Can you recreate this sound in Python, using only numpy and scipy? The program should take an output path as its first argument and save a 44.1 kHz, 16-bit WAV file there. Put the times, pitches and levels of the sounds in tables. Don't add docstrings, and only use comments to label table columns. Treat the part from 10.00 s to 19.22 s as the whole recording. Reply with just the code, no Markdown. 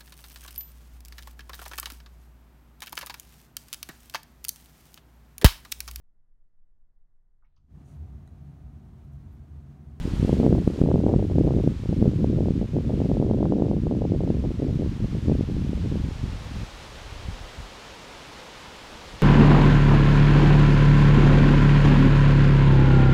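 import sys
import numpy as np
from scipy import signal
from scipy.fft import rfft, irfft
from scipy.io import wavfile
from scipy.ndimage import uniform_filter1d

SR = 44100
rng = np.random.default_rng(int(sys.argv[2]) if len(sys.argv) > 2 else 0)


def file_out(sig):
    cols = np.atleast_2d(sig).T
    lim = np.clip(cols, -1, 1)
    pcm = np.round(lim * 32767).astype(np.int16)
    wavfile.write(sys.argv[1], SR, pcm)


N = 406602

# (time [s], level [dB])
HISS_LEVEL = [(0, -51.5), (0.33, -50.6), (0.53, -55.5), (0.8, -54), (0.9, -57), (1.25, -57.5),
              (1.55, -56.5), (2.0, -56), (2.7, -58), (3.08, -56), (3.35, -59), (3.8, -59), (4.6, -56.5),
              (5.2, -53.8), (5.55, -54.2), (6.1, -51.6), (6.6, -49), (9.22, -48.5)]


def from_db(db):
    return 10 ** (np.asarray(db) / 20)


def rms_one(x):
    return x / np.sqrt(np.mean(x ** 2) + 1e-20)


def envelopes(rows):
    times, *columns = np.transpose(rows)
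    return [np.interp(np.arange(N) / SR, times, column) for column in columns]


def cut(x, hz, kind, order=2):
    return signal.sosfilt(signal.butter(order, hz, kind, fs=SR, output="sos"), x)


def coloured(x, spectrum):
    hz, db = np.transpose(spectrum)
    bin_hz = np.maximum(np.arange(N // 2 + 1) * SR / N, 1)
    eq_db = np.interp(np.log(bin_hz), np.log(hz), db, left=-99, right=-99)
    return rms_one(irfft(rfft(x) * from_db(eq_db), N))


def drift(per_s):
    steps = rng.standard_normal(4096)
    return rms_one(np.interp(np.arange(N) / SR * per_s, np.arange(len(steps)), steps))


def leaf_contacts(per_s, spread_db):
    sizes = from_db(spread_db * rng.standard_normal(N)) * rng.standard_normal(N)
    return rms_one(sizes * (rng.random(N) < per_s / SR))


def forest(roar_db=2.5, rustle_db=1.5, sizzle_start_db=-8.5, sizzle_end_db=-12.6, settle_s=3.5):
    # (frequency [Hz], relative level [dB])
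    roar_eq = [(20, -13), (60, -1), (150, 0), (260, 0.5), (360, -1.5), (510, 1.5), (650, -2), (900, -1.5),
               (1300, -7), (2000, -15.5), (3500, -33)]
    rustle_eq = [(500, -18), (1000, -2), (1500, -1.5), (2200, -1), (3300, -1.5), (4200, -4), (5300, -7.5),
                 (6900, -13), (9000, -27), (15000, -39.5)]
    sizzle_eq = [(3500, -12.5), (5500, 1.5), (7500, 2), (9000, -0.5), (11000, -5), (13500, -10),
                 (16000, -15)]
    hiss_db, = envelopes(HISS_LEVEL)
    sizzle_db = sizzle_end_db + (sizzle_start_db - sizzle_end_db) * np.exp(-np.arange(N) / SR / settle_s)
    fine_grain = leaf_contacts(per_s=38000, spread_db=1.5)
    coarse_grain = leaf_contacts(per_s=30000, spread_db=2.0)
    roar = from_db(roar_db) * coloured(rng.standard_normal(N), roar_eq)
    rustle = from_db(rustle_db + .38 * drift(per_s=25)) * coloured(fine_grain, rustle_eq)
    sizzle = from_db(sizzle_db + .35 * drift(per_s=40)) * coloured(coarse_grain, sizzle_eq)
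    return from_db(hiss_db) * (roar + rustle + sizzle)


def bumps(rows):
    t = np.arange(N) / SR
    return sum(db * 2 ** -((2 * (t - s) / length) ** 2) for s, length, db in rows)


def airflow(centre_follows=.18, rumble_follows=.35):
    # (time [s], level [dB], centre [Hz])
    gust = [(0, -35, 140.1), (0.22, -26, 165), (0.5, -18, 238.1), (1.05, -21.5, 212.1), (2.0, -21.5, 176.1),
            (2.35, -21, 189.8), (2.85, -23, 188.2), (3.45, -21.5, 220), (3.9, -23.5, 199.8),
            (4.7, -23.5, 182), (5.1, -24, 156.3), (6.05, -25.5, 143), (6.5, -35.5, 108.1),
            (6.85, -47, 68.05), (7.35, -39.5, 66), (7.8, -60, 59.9), (8.9, -61, 60), (9.22, -49.5, 71.1)]
    # (time [s], level [dB])
    swirls = [(0, -30.5), (0.5, -44), (4.6, -47.5), (5.6, -39), (6.3, -35.5), (6.8, -48), (7.4, -42),
              (8.1, -59), (8.6, -59), (9.22, -46)]
    # (time [s], length [s], lift [dB])
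    puffs = [(0.07, 0.052, 4), (0.94, 0.0797, 2.5), (1.41, 0.092, 4), (2.04, 0.0602, 2), (2.76, 0.03993, 5),
             (5.03, 0.042, 4), (5.31, 0.081, 6), (6.25, 0.051, 3.5), (6.6, 0.0907, 9), (7.29, 0.063, 10),
             (7.59, 0.038, 13), (9.15, 0.046, 10.5)]
    # (time [s], length [s], depth [dB])
    lulls = [(0.635, .06, 8), (0.745, .11, 11), (1.28, 0.064, 4), (1.8, .15, 10), (2.13, 0.041, 5),
             (2.52, .06, 5), (2.69, 0.079, 11), (2.83, 0.037, 6), (4.55, 0.061, 8), (4.96, 0.083, 8),
             (5.09, .05, 8.5), (5.22, .06, 5.5), (5.46, 0.05004, 5), (6.16, .08, 8), (6.42, 0.1003, 5),
             (6.69, 0.055, 8), (7.51, 0.059, 8)]
    level_db, centre_hz = envelopes(gust)
    rumble_db, = envelopes(swirls)
    swing_db = bumps(puffs) - bumps(lulls)
    speed_ratio = from_db(centre_follows * swing_db)
    return level_db + swing_db, centre_hz * speed_ratio, rumble_db + rumble_follows * swing_db


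def eddies(times, sizes, widths, leans, order, halo=3.05):
    pressure = np.zeros(N)
    for s, size, width, lean in zip(times, sizes, widths, leans):
        span = np.arange(max(int((s - 12 * width) * SR), 0), min(int((s + 12 * width) * SR), N))
        offset = (span / SR - s) / width
        fade = np.cos(offset * np.pi / 24) ** 2
        core, around = (1 + np.array([offset, offset / halo]) ** 2 / order) ** (-2 * order)
        pulse = around / halo - (1 + lean * offset) * core
        pressure[span] += size * fade * pulse / np.hypot(.7, lean / 2.6)
    return pressure


def buffeting(level_db, centre_hz, per_cycle=1.3, width_cycles=.33, spread_db=4.0, count=4000):
    width_draw, size_draw, lean_draw = np.clip(rng.standard_normal((count, 3)), -1.8, 1.8).T
    passed = np.cumsum(per_cycle * centre_hz) / SR
    places = np.cumsum(rng.gamma(2, .5, count))
    times = np.interp(places, passed, np.arange(N) / SR, right=N / SR + 1)
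    widths = width_cycles / np.interp(places, passed, centre_hz) * np.exp(.37 * width_draw)
    sizes = from_db(spread_db * size_draw)
    leans = 1.35 + 1.28 * lean_draw
    air = cut(eddies(times, sizes, widths, leans, order=4), hz=24, kind="high")
    running_power = uniform_filter1d(uniform_filter1d(air ** 2, size=2000), size=1200)
    return from_db(level_db) * air / np.sqrt(running_power + 1e-6)


def slaps(duck_depth=.75, port_hz=25):
    # (time [s], level [dB], half width [s])
    hits = [(0.055, -12.5, 0.0018), (0.1372, -12.5, 0.0021), (0.1983, -10, 0.0025), (0.2295, -7, .0015),
            (0.2491, -8, .0013), (0.2948, -8, 0.00091), (0.3301, -4.5, 0.0012), (0.401, -6.5, .0011),
            (0.432, -9.5, .0009), (0.465, -3.5, .00095), (0.5275, -3, 0.0011), (0.677, -3, .0012),
            (0.816, -2.5, .0013), (0.8389, -6.5, 0.0013), (0.9155, -11, 0.00072), (0.9424, -5.5, 0.0012),
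            (0.9584, -8.5, 0.00088), (1.0655, -4.5, 0.00095), (1.1389, -7, 0.00088), (1.1626, -4, 0.0016),
            (1.3841, -4, 0.0011), (1.477, -8, .001), (1.5659, -8, 0.0015), (1.6762, -4, .0012),
            (1.8926, -9.5, 0.0019), (2.0263, -3.5, .0012), (2.079, -4, .0017), (2.2446, -7, 0.00097),
            (2.407, -8.5, 0.0011), (2.485, -11.5, 0.00096), (2.5074, -7.5, 0.0015), (2.6147, -12.5, .0011),
            (2.7864, -14, .001), (3.0178, -10, .0011), (3.116, -8.5, 0.00091), (3.2005, -8, .0012),
            (3.3124, -6.5, 0.00096), (3.4291, -9, .0008), (3.4553, -15.5, 0.00062), (3.523, -8, .0008),
            (3.6224, -6, 0.00095), (3.714, -10, 0.00089), (3.8691, -13, .00085), (3.9121, -13, .00084),
            (4.1211, -7.5, .0012), (4.3036, -7, .0012), (5.2837, -8, 0.0014), (5.298, -8, .0011),
            (5.3219, -7, .0013), (5.4103, -9, .0013), (5.9235, -15, 0.0013), (5.957, -14.5, .0012),
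            (6.24, -14, .0022), (6.6329, -20.5, 0.0025), (7.2869, -19.5, 0.0027)]
    times, level_db, widths = np.transpose(hits)
    air = eddies(times, from_db(level_db), widths, leans=np.full(len(times), 2), order=1)
    nearness = np.zeros(N)
    for s, width in zip(times, widths):
        span = np.arange(int((s - 10 * width) * SR), int((s + 10 * width) * SR))
        nearness[span] += np.exp(-((span / SR - s) / (4 * width)) ** 2)
    return cut(air, port_hz, "high", order=1), np.clip(1 - duck_depth * nearness, 0, 1)


def microphone_wind():
    # (frequency [Hz], relative level [dB])
    rumble_eq = [(10, -13), (20, -10.5), (32, -7), (48, -3), (70, -6.5), (100, -16), (160, -29)]
    level_db, centre_hz, rumble_db = airflow()
    hard_slaps, duck = slaps()
    rumble = from_db(rumble_db) * coloured(rng.standard_normal(N), rumble_eq)
    return hard_slaps + duck * (buffeting(level_db, centre_hz) + rumble)


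def camera_whine():
    # (frequency [Hz], level relative to HISS_LEVEL [dB])
    tones = [(7852, -33.5), (13048, -44.5)]
    hiss_db, = envelopes(HISS_LEVEL)
    t = np.arange(N) / SR
    return sum(from_db(db + hiss_db) * np.sqrt(2) * np.sin(2 * np.pi * hz * t) for hz, db in tones)


def overload_ticks():
    # (time [s], level [dB])
    ticks = [(0.6776, -26), (0.8166, -29.5)]
    spikes = np.zeros(N)
    for s, db in ticks:
        spikes[round(s * SR)] = from_db(db)
    snap = from_db(10) * cut(spikes, 2500, "low")
    return spikes + snap


def scene():
    return (forest() + microphone_wind() + camera_whine() + overload_ticks())[None]


def record(dry, ceiling=.71, cutoff_hz=16400):
    limited = dry / (1 + (dry / ceiling) ** 14) ** (1 / 14)
    return signal.sosfilt(signal.cheby2(14, 50, cutoff_hz, fs=SR, output="sos"), limited)


dry = scene()
out = record(dry)
file_out(out)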